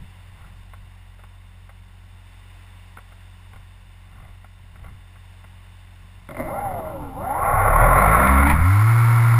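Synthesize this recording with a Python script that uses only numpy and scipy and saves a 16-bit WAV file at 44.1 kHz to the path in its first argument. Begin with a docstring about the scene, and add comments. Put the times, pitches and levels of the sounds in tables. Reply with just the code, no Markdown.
"""Model aircraft spooling up

A small camera rides on a model aircraft above a windy beach: gusts of noise rumble on the microphone, servos hum and twitch.
The electric motor stutters into motion, coasts down, then spools up; its tones all follow one shaft-speed curve.
The unbalanced propeller rocks the airframe with sines and rattles it with noisy blows; at full speed the rattle eases
and the rocking grows.
The camera samples coarsely and holds each sample, which mirrors the sound upward as a thin sizzle."""
import sys
import numpy as np
from scipy.fft import rfft, irfft, next_fast_len
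from scipy.io import wavfile
from scipy.ndimage import uniform_filter1d, minimum_filter1d, map_coordinates

SR = 44100
rng = np.random.default_rng(int(sys.argv[2]) if len(sys.argv) > 2 else 0)


def digitize_waveform(pressure):
    """Quantize a signal to 16-bit integers and store it at the path in sys.argv[1].

    Rows of a 2-D input are taken as channels; values are limited to [-1, 1].
    """
    field = np.atleast_2d(pressure).T
    bounded = np.clip(field, -1, 1)
    quanta = np.round(bounded * 32767).astype(np.int16)
    wavfile.write(sys.argv[1], SR, quanta)


N = 414099


def amp(db):
    """Decibels to gain."""
    return 10 ** (np.asarray(db) / 20)


def unit(x):
    """x at rms 1."""
    return x / np.sqrt(np.mean(x ** 2) + 1e-20)


def steady(x):
    """x with its slow level flattened to about rms 1."""
    power = np.abs(uniform_filter1d(x * x, size=SR // 12))
    return x / np.sqrt(power + 1e-4 * np.mean(x * x))


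def curves(rows):
    """One value per sample for each column after the time."""
    s, *cols = np.transpose(rows)
    return [np.interp(np.arange(N) / SR, s, c) for c in cols]


def wobble(rate):
    """A smooth random curve, rate knots a second."""
    knots = rng.standard_normal(int(N * rate / SR) + 4)
    return map_coordinates(knots, [np.arange(N) * rate / SR])


def filtered(x, response):
    """x times a complex response of frequency."""
    m = 2 * next_fast_len(N // 2 + SR // 4)
    return irfft(rfft(x, m) * response(np.fft.rfftfreq(m, 1 / SR)), m)[:N]


def coloured(x, points):
    """x through a causal filter of unit power that follows (f/Hz, level/dB) points."""
    def response(hz):
        f, db = np.transpose(points)
        gain = unit(amp(np.interp(np.log(hz + 1), np.log(f), db)))
        # folding the cepstrum forward gives minimum phase
        cepstrum = irfft(np.log(np.maximum(gain, 1e-6)))
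        cepstrum[1:len(hz) - 1] *= 2
        cepstrum[len(hz):] = 0
        return np.exp(rfft(cepstrum))
    return filtered(x, response)


def noise(points):
    """Coloured noise of rms 1."""
    return unit(coloured(rng.standard_normal(N), points))


def bursts(rows, t60):
    """A puff of noise for each (t/s, level/dB), dying by 60 dB in t60 seconds."""
    out, t = np.zeros(N + SR), np.arange(SR // 8) / SR
    for s, db in rows:
        out[round(s * SR):][:len(t)] += amp(db - 60 * t / t60) * rng.standard_normal(len(t))
    return out[:N]


def bell(s, length):
    """A smooth rise and fall that peaks at 1 at time s."""
    t = np.arange(N) / SR
    return np.exp(-(2 * (t - s) / length) ** 2)


def swells(rows):
    """A bell of gain for each (t/s, length/s, level/dB)."""
    return sum(amp(db) * bell(s, length) for s, length, db in rows)


def passes(cycles):
    """A unit pulse wherever the count of cycles passes a whole number."""
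    return np.diff(np.floor(cycles), prepend=0)


def octaves_below(speed, hz):
    """How many octaves the shaft rate lies under hz; zero above it."""
    return np.log2(np.maximum(hz / speed, 1))


def octaves_above(speed, hz):
    """How many octaves the shaft rate lies over hz; zero below it."""
    return np.log2(np.maximum(speed / hz, 1))


def near(speed, hz, octaves):
    """A bell that reaches 1 as the shaft rate passes hz."""
    return np.exp(-(np.log2(speed / hz) / octaves) ** 2)


# gusts on the microphone: [t/s of the peak, length/s, level/dB]
GUSTS = [(.02, 0.088, -37.5), (.43, 0.26, -49), (.84, 0.18, -52), (3.56, .12, -50), (4.24, 0.18, -50),
         (4.88, 0.21, -47), (6.04, 0.046, -46)]
# colour of low rumble, in the wind, propeller wash and thumps: [f/Hz, relative level/dB per Hz]
RUMBLE_COLOUR = [(10, -5), (28, -2.5), (55, -4.5), (100, -2), (160, -11), (250, -24.5), (500, -38),
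                 (1500, -84.5)]
# airflow along the fuselage: [t/s, level/dB before AIR_GAIN_DB]
AIRFLOW = [(0.0, -55), (1.05, -58), (1.95, -58.5), (2.54, -54.5), (4.52, -58.5), (5.47, -56), (6.2, -56.5)]
# colour of the airflow hiss: [f/Hz, relative level/dB per Hz]
HISS_COLOUR = [(150, -0.5), (480, -8), (800, -1.5), (1090, 1), (1250, -8), (1400, -2.5), (1580, -4.5),
               (2000, -0.5), (2450, -6), (2850, -1), (3330, -13), (3560, -1), (3900, -14.5), (5600, -15)]
BREEZE_DB, BREEZE_SWING_DB = -57, 2.5  # steady breeze; quick swings of breeze and gusts
AIR_GAIN_DB = 2.5  # lifts the whole hiss


def wind():
    """Gusts over a steady breeze buffet the microphone, and air hisses along the fuselage."""
    pressure = amp(BREEZE_DB) + swells(GUSTS)
    buffet = pressure * amp(BREEZE_SWING_DB * wobble(10)) * noise(RUMBLE_COLOUR)
    hiss = amp(curves(AIRFLOW)[0] + AIR_GAIN_DB + 0.17 * wobble(7)) * noise(HISS_COLOUR)
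    return buffet + hiss


# servo pulse rate and overtones: [f/Hz, level/dB]
SERVO_HUM = [(45.4, -44.5), (90.8, -44), (136.2, -90), (181.6, -60.5)]
# servo twitches: [t/s, level/dB before trims, thump level/dB relative to it before trims]
TWITCHES = [(0.735, -29, -5), (1.192, -37, -2), (1.237, -34, -4), (1.692, -30, -11), (2.971, -26, 5),
            (2.984, -28, -19), (3.121, -33.5, -8), (3.534, -31.5, -1), (3.56, -32, -11), (4.444, -34.5, 8),
            (4.757, -34, 3), (4.844, -30, -20), (4.861, -35, -1), (4.884, -36, -4), (5.157, -37, -11),
            (5.441, -33, 4)]
# colour of ticks, running gears and mount knocks: [f/Hz, relative level/dB per Hz]
TICK_COLOUR = [(180, -17), (300, -14.5), (560, -5), (810, 0), (950, -10.5), (1100, 3.5), (1250, -5.5),
               (1400, 2), (1700, -12), (2050, -2.5), (2350, -11), (2750, -24.5), (3560, -19), (5600, -55)]
# servo gears running: [t/s of the peak, length/s, level/dB]
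SERVO_RUNS = [(.43, 0.18, -56.5), (4.225, 0.22, -53.5), (4.864, 0.16, -56)]


def servos():
    """Servos hum at their pulse rate, tick and thump at small moves and whirr at longer ones."""
    t = np.arange(N) / SR
    hum = np.zeros(N)
    for hz, db in SERVO_HUM:
        phase = 2 * np.pi * (hz * t + rng.random()) + .08 * wobble(9)
        hum += amp(db + .8 * wobble(4)) * np.sin(phase)
    clicks = bursts([(s, db - 10) for s, db, _ in TWITCHES], t60=.02)
    backlash = bursts([(s, db - 11.5) for s, db, _ in TWITCHES], t60=0.065)
    low_bursts = bursts([(s, db + low - 27) for s, db, low in TWITCHES], t60=0.059)
    thumps = coloured(low_bursts, [(30, -12), (110, 3), (200, 10), (500, -31)])
    gears = swells(SERVO_RUNS) * noise(TICK_COLOUR) * amp(2.3 * wobble(150))
    return hum + coloured(clicks + backlash, TICK_COLOUR) + thumps + gears


# a short blip of throttle: [t/s, shaft rate/turns per s]
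BLIP = [(6.378, 3.3), (6.44, 3.9), (6.5, 11.4), (6.55, 15.6), (6.6, 17.1), (6.635, 16.95)]
# the full spool-up: [t/s, shaft rate/turns per s]
SPOOL = [(7.13, 9.2), (7.45, 28), (7.8, 38.6), (7.972, 46.14), (8.294, 66.6), (8.426, 69.6), (8.594, 78.4),
         (8.704, 96), (8.88, 113.5), (8.988, 116.2), (9.39, 117)]
COAST_S = .8  # throttle shut, the propeller slows by a factor e in this time


def shaft_speed():
    """Turns per second: a blip of throttle, a free coast, then the spool-up."""
    t = np.arange(N) / SR
    coasting = curves(BLIP)[0] * np.exp(-np.maximum(t - BLIP[-1][0], 0) / COAST_S)
    return np.where(t < SPOOL[0][0], coasting, curves(SPOOL)[0])


WASH_DB = -40


def wash(settled):
    """The slow propeller's wash rumbles on the microphone and fades out towards full speed."""
    return amp(WASH_DB + 4.0 * wobble(13)) * (1 - settled) * noise(RUMBLE_COLOUR)


# colour of the propeller's rush of air: [f/Hz, relative level/dB per Hz]
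RUSH_COLOUR = [(400, -2.5), (2500, 0.5), (3600, -1.5), (5600, -1.5)]
RUSH_DB, RUSH_CHOP = -39.5, 0.39  # level at full speed; depth of the pulsing


def rush(turns, settled):
    """Air rushes off the fast propeller, pulsing once a turn."""
    chop = 1 + RUSH_CHOP * np.sin(2 * np.pi * turns)
    return amp(RUSH_DB) * settled * chop * noise(RUSH_COLOUR)


# low thumps of the airframe: [t/s of the peak, length/s, level/dB]
THUMPS = [(7.44, .04, -36), (8.51, 0.016, -18), (8.538, 0.017, -11), (8.61, 0.12, -23)]


def airframe_thumps():
    """The airframe thumps in short swells of low rumble."""
    return swells(THUMPS) * noise(RUMBLE_COLOUR)


# hard fits of chatter near the critical speed: [t/s of the peak, length/s, level/dB]
CHATTER = [(8.274, 0.0056, -14), (8.32, 0.038, -25.5), (8.38, 0.0098, -21.5), (8.475, 0.03, -19),
           (8.5, 0.011, -13.5), (8.512, 0.017, -21), (8.53, 0.032, -23.5)]
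# colour of the chatter: [f/Hz, relative level/dB per Hz]
CHATTER_COLOUR = [(200, 8), (420, -28), (900, 12.5), (1400, -20), (1700, 2), (2250, 4.5), (2700, -15.5),
                  (3500, -17.5), (5600, -32)]


def chatter():
    """Hard chatter: brief swells of noise with a fast, rough flutter."""
    return swells(CHATTER) * noise(CHATTER_COLOUR) * amp(1.3 * wobble(400))


# jolts of the motor mount: [t/s, level/dB before an 8 dB cut]
JOLTS = [(6.289, -24), (6.309, -19), (6.346, -24.5), (6.368, -20), (6.381, -25), (6.401, -19), (6.713, -28),
         (6.74, -31), (6.78, -33), (6.852, -31.5), (6.885, -29), (6.935, -33)]
# colour of the motor mount when the rotor jerks: [f/Hz, relative level/dB per Hz]
JERK_COLOUR = [(40, -9), (130, 5), (200, -7), (268, 3), (340, -3), (470, -21.5), (560, 4.5), (645, 4),
               (740, -9.5), (1100, -8), (1700, -22), (2100, -7), (2600, -42.5), (5600, -42.5)]


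def mount_jolts():
    """Each jolt of the mount is a short knock over a longer thud."""
    hits = [(s, db - 8.0) for s, db in JOLTS]
    knocks = coloured(bursts(hits, t60=0.017), TICK_COLOUR)
    thuds = coloured(bursts(hits, t60=0.093), JERK_COLOUR)
    return knocks + thuds


STUTTER_DB, STUTTER_ATTACK_S, STUTTER_DB_PER_S = -27, 0.017, 40  # jerky start, dying away


def stutter(turns):
    """Each of the 42 commutations a turn jerks the rotor at random to either side, fading steadily from the start."""
    age = np.maximum(np.arange(N) / SR - BLIP[0][0], 0)
    envelope = np.minimum(age / STUTTER_ATTACK_S, 1) * amp(STUTTER_DB - STUTTER_DB_PER_S * age)
    kicks = passes(42 * turns) * np.sign(wobble(300)) * amp(2 * wobble(200))
    return envelope * steady(coloured(kicks, JERK_COLOUR))


# fuselage resonances: [f/Hz, width/Hz, relative level/dB]
FUSELAGE_MODES = [(118, 67, -2), (285, 69, -5.5), (562.5, 23.6, -0.5), (626, 7.9, 4), (790, 73, 7),
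                  (1082, 177, 0.5), (1374, 67, 2), (2104, 69, -14), (2360, 130, -18), (3840, 128.8, -39)]


def airframe(x):
    """x through the resonances of the fuselage, summed with alternating sign."""
    def response(f):
        total = 0
        for k, (centre, width, db) in enumerate(FUSELAGE_MODES):
            damping = 1j * f * width
            total = total + (-1) ** k * amp(db) * damping / (centre * centre - f * f + damping)
        return total
    return filtered(x, response)


# magnets passing the stator: [multiple of the shaft rate, coasting and driven relative level/dB]
WHINE_ORDERS = [(14, -10, -5), (24, -10, -5), (28, -1, -13), (32, -30, -7), (36, -3, -14), (42, -18, 0),
                (44, -22, -5), (48, 0, -16), (66, -22, -14), (84, -14, -10)]
FULL_DRIVE = 64  # shaft acceleration under full current (turns per second, per second)
WHINE_DB, WHINE_FULL_HZ, WHINE_DB_PER_OCTAVE = -25.5, 18.8, 12.5  # grows up to this shaft rate
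WHINE_FADE_HZ, WHINE_FADE_DB_PER_OCTAVE = 37.6, 26  # and fades above this one
COGGING_DB, COGGING_HZ, COGGING_OCTAVES = -54, 43.7, .3  # a thin whistle around this shaft rate


def whine(turns, speed):
    """Magnets sing past the stator, on other multiples of the shaft rate under power than when coasting."""
    acceleration = uniform_filter1d(np.gradient(speed) * SR, size=SR // 20)
    drive = np.clip(acceleration / FULL_DRIVE, 0, 1)
    level_db = (WHINE_DB - WHINE_DB_PER_OCTAVE * octaves_below(speed, WHINE_FULL_HZ)
                - WHINE_FADE_DB_PER_OCTAVE * octaves_above(speed, WHINE_FADE_HZ))
    angle = 2 * np.pi * turns + .005 * wobble(45)
    tones = np.zeros(N)
    for order, coast, driven in WHINE_ORDERS:
        db = coast + drive * (driven - coast) + 2.5 * wobble(70)
        tones += amp(db) * np.sin(order * angle + .25 * wobble(110))
    whistle = amp(COGGING_DB + 4.5 * wobble(35)) * np.sin(84 * angle + .6 * wobble(120))
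    # the fuselage passes little treble
    skin = filtered(airframe(tones), lambda hz: 1 / (1 + (hz / 2400) ** 8))
    return amp(level_db) * steady(skin) + near(speed, COGGING_HZ, COGGING_OCTAVES) * whistle


# the rattle while labouring: [f/Hz, relative level/dB per Hz]
SLOW_RATTLE_COLOUR = [(120, -1.5), (260, -14), (380, -13), (560, 1), (830, 2), (930, -5.5), (1110, 8),
                      (1230, -5.5), (1370, 3), (1620, -14.5), (2050, -6.5), (2350, -19), (2700, -32),
                      (3200, -42.5), (3580, -33.5), (4000, -46.5), (5600, -50.5)]
# the rattle at full speed: [f/Hz, relative level/dB per Hz]
FAST_RATTLE_COLOUR = [(150, -18), (300, -22), (410, -33.5), (540, -25), (780, -18), (1110, -6.5),
                      (1220, -13), (1350, -5), (1520, -17), (1780, -19.5), (2170, -12), (2450, -28.5),
                      (3200, -43.5), (3580, -35.5), (4000, -47.5), (5600, -53.5)]
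RATTLE_DB, RATTLE_FULL_HZ, RATTLE_DB_PER_OCTAVE = -15.5, 39, 11  # grows up to this shaft rate
BREAK_LOOSE_HZ, BREAK_LOOSE_DB = 27.6, 4  # parts lift off their seats and the rattle steps up
RATTLE_CALM_DB = 10  # lost above the critical speed
RATTLE_DULL_HZ, RATTLE_BRIGHT_HZ = 37.5, 86  # between these shaft rates the rattle turns brighter
RATTLE_FLUTTER_DB = 0.7  # unevenness, scaled from 1.5 times down to 0.5 at full speed


def rattle(turns, speed, calm, settled, count=9):
    """Loose parts strike at the same places in every turn, each blow a little off in time and size."""
    seated = np.clip(BREAK_LOOSE_HZ - speed, 0, 1)
    level_db = (RATTLE_DB - RATTLE_DB_PER_OCTAVE * octaves_below(speed, RATTLE_FULL_HZ)
                - BREAK_LOOSE_DB * seated - RATTLE_CALM_DB * calm)
    places = (np.arange(count) + rng.random(count)) / count
    blows = np.zeros(N)
    for k, place in enumerate(places):
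        hits = passes(np.maximum(turns - place + .014 * wobble(90), 0))
        blows += hits * amp(2.6 * wobble(90)) * (-1) ** k
    scrape = rng.standard_normal(N) * amp(1.56 * wobble(160))
    force = (steady(blows) + 1.42 * scrape) * (1 + 0.14 * np.sin(2 * np.pi * turns))
    bright = np.clip((speed - RATTLE_DULL_HZ) / (RATTLE_BRIGHT_HZ - RATTLE_DULL_HZ), 0, 1)
    slow = unit(coloured(force, SLOW_RATTLE_COLOUR))
    fast = unit(coloured(force, FAST_RATTLE_COLOUR))
    hard = (1 - bright) * slow + bright * fast
    # gentle contacts mostly wake the low modes
    soft = unit(filtered(airframe(force), lambda hz: 1 / (1 + 1j * hz / 1300)))
    hardness = np.clip((level_db + 38.0) / 14, 0, 1)
    flutter_db = RATTLE_FLUTTER_DB * (1.5 - settled) * wobble(22)
    return amp(level_db + flutter_db) * steady(hardness * hard + (1 - hardness) * soft)


# brief dips of the rocking: [t/s of the deepest point, length/s, depth/dB]
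FALTERS = [(8.25, 0.051, 5.5), (8.497, .07, 6), (8.58, .07, 5)]
# overtones of the shaking while labouring: [multiple of the shaft rate, relative level/dB]
SHAKE_ORDERS = [(2, -4.5), (3, -1), (4, -6), (5, -21), (6, -17)]
# the same overtones at full speed: [multiple of the shaft rate, relative level/dB]
FAST_SHAKE_ORDERS = [(2, 3), (3, 3), (4, -21), (5, -27), (6, -23)]
# how the motor mount passes the shaking: [f/Hz, relative level/dB]
MOUNT_RESPONSE = [(40, -25), (80, 1.5), (105, 2.5), (130, -2), (200, 2), (230, -11), (265, 7), (310, -3),
                  (360, -5), (420, -11), (600, -21), (1000, -33)]
ROCK_DB, ROCK_FULL_HZ, ROCK_DB_PER_OCTAVE = -20, 36.2, 34.5  # grows up to this shaft rate
SWAY_DB, SWAY_HZ, SWAY_OCTAVES = 4, 39.6, 0.09  # the airframe sways in sympathy around this shaft rate
ROCK_JUMP_HZ, ROCK_JUMP_DB = 66.6, 4.5  # the rocking jumps up at this shaft rate
ROCK_SETTLED_DB = 1.75  # and grows a little more towards full speed
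OVERTONE_DB, OVERTONE_FULL_HZ, OVERTONE_DB_PER_OCTAVE = -23.5, 31.3, 55  # overtones set in abruptly
OVERTONE_FADE_HZ, OVERTONE_FADE_DB_PER_OCTAVE = 73.6, 28  # and fade above this shaft rate


def shake(turns, speed, settled):
    """The unbalanced propeller rocks the aircraft once a turn, with overtones that fade at high speed."""
    falter_db = sum(depth * bell(s, length) for s, length, depth in FALTERS)
    rocking_db = (ROCK_DB - ROCK_DB_PER_OCTAVE * octaves_below(speed, ROCK_FULL_HZ)
                  + SWAY_DB * near(speed, SWAY_HZ, SWAY_OCTAVES)
                  + ROCK_JUMP_DB * np.clip(speed - ROCK_JUMP_HZ + 1, 0, 1)
                  + ROCK_SETTLED_DB * settled - falter_db)
    overtone_db = (OVERTONE_DB - OVERTONE_DB_PER_OCTAVE * octaves_below(speed, OVERTONE_FULL_HZ)
                   - OVERTONE_FADE_DB_PER_OCTAVE * octaves_above(speed, OVERTONE_FADE_HZ))
    angle = 2 * np.pi * turns
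    rocking = amp(rocking_db + .3 * wobble(5.4)) * np.sqrt(2) * np.sin(angle)
    overtones = np.zeros(N)
    for (order, slow), (_, fast) in zip(SHAKE_ORDERS, FAST_SHAKE_ORDERS):
        db = slow + settled * (fast - slow) + (4 - 2 * settled) * wobble(16)
        overtones += amp(db) * np.sin(order * angle + 2 * np.pi * rng.random() + .4 * wobble(30))
    return rocking + amp(overtone_db) * steady(coloured(overtones, MOUNT_RESPONSE))


CRITICAL_HZ, CALM_HZ = 64.4, 76.1  # between these shaft rates the rattling eases


def motor():
    """The turning parts follow the shaft; jolts, chatter and thumps come at set times."""
    speed = shaft_speed()
    running = np.arange(N) / SR > BLIP[0][0]
    turns = np.cumsum(speed * running) / SR
    calm = np.clip((speed - CRITICAL_HZ) / (CALM_HZ - CRITICAL_HZ), 0, 1)
    # 0 up to 50 turns a second, 1 from 96
    settled = np.clip((speed - 50) / 46, 0, 1) ** 2
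    air = wash(settled) + rush(turns, settled)
    drive_sound = stutter(turns) + whine(turns, speed)
    vibration = rattle(turns, speed, calm, settled) + shake(turns, speed, settled)
    knocking = airframe_thumps() + chatter() + mount_jolts()
    return running * (air + drive_sound + vibration) + knocking


def scene():
    """One microphone feeds both channels."""
    return np.tile(wind() + servos() + motor(), (2, 1))


CEILING = .75  # limiter ceiling (share of full scale)
HOLD_HZ, TOP_HZ = 12000, 15200  # coarse sampling rate; nothing passes from TOP_HZ up


def record(dry):
    """A limiter ducks the highest peaks; holding coarse samples mirrors the sound around their rate."""
    needed = CEILING / np.maximum(np.abs(dry[0]), CEILING)
    limited = dry[0] * uniform_filter1d(minimum_filter1d(needed, size=241), size=121)
    narrow = filtered(limited, lambda hz: 1 / np.sqrt(1 + (hz / 5550) ** 50))
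    mirrored = narrow * (1 + 2 * np.cos(2 * np.pi * HOLD_HZ * np.arange(N) / SR))
    # a held sample weakens the treble as a sinc
    held = filtered(mirrored, lambda hz: np.sinc(hz / HOLD_HZ) * (hz < TOP_HZ))
    return np.tile(held, (2, 1))


dry = scene()
out = record(dry)
digitize_waveform(out)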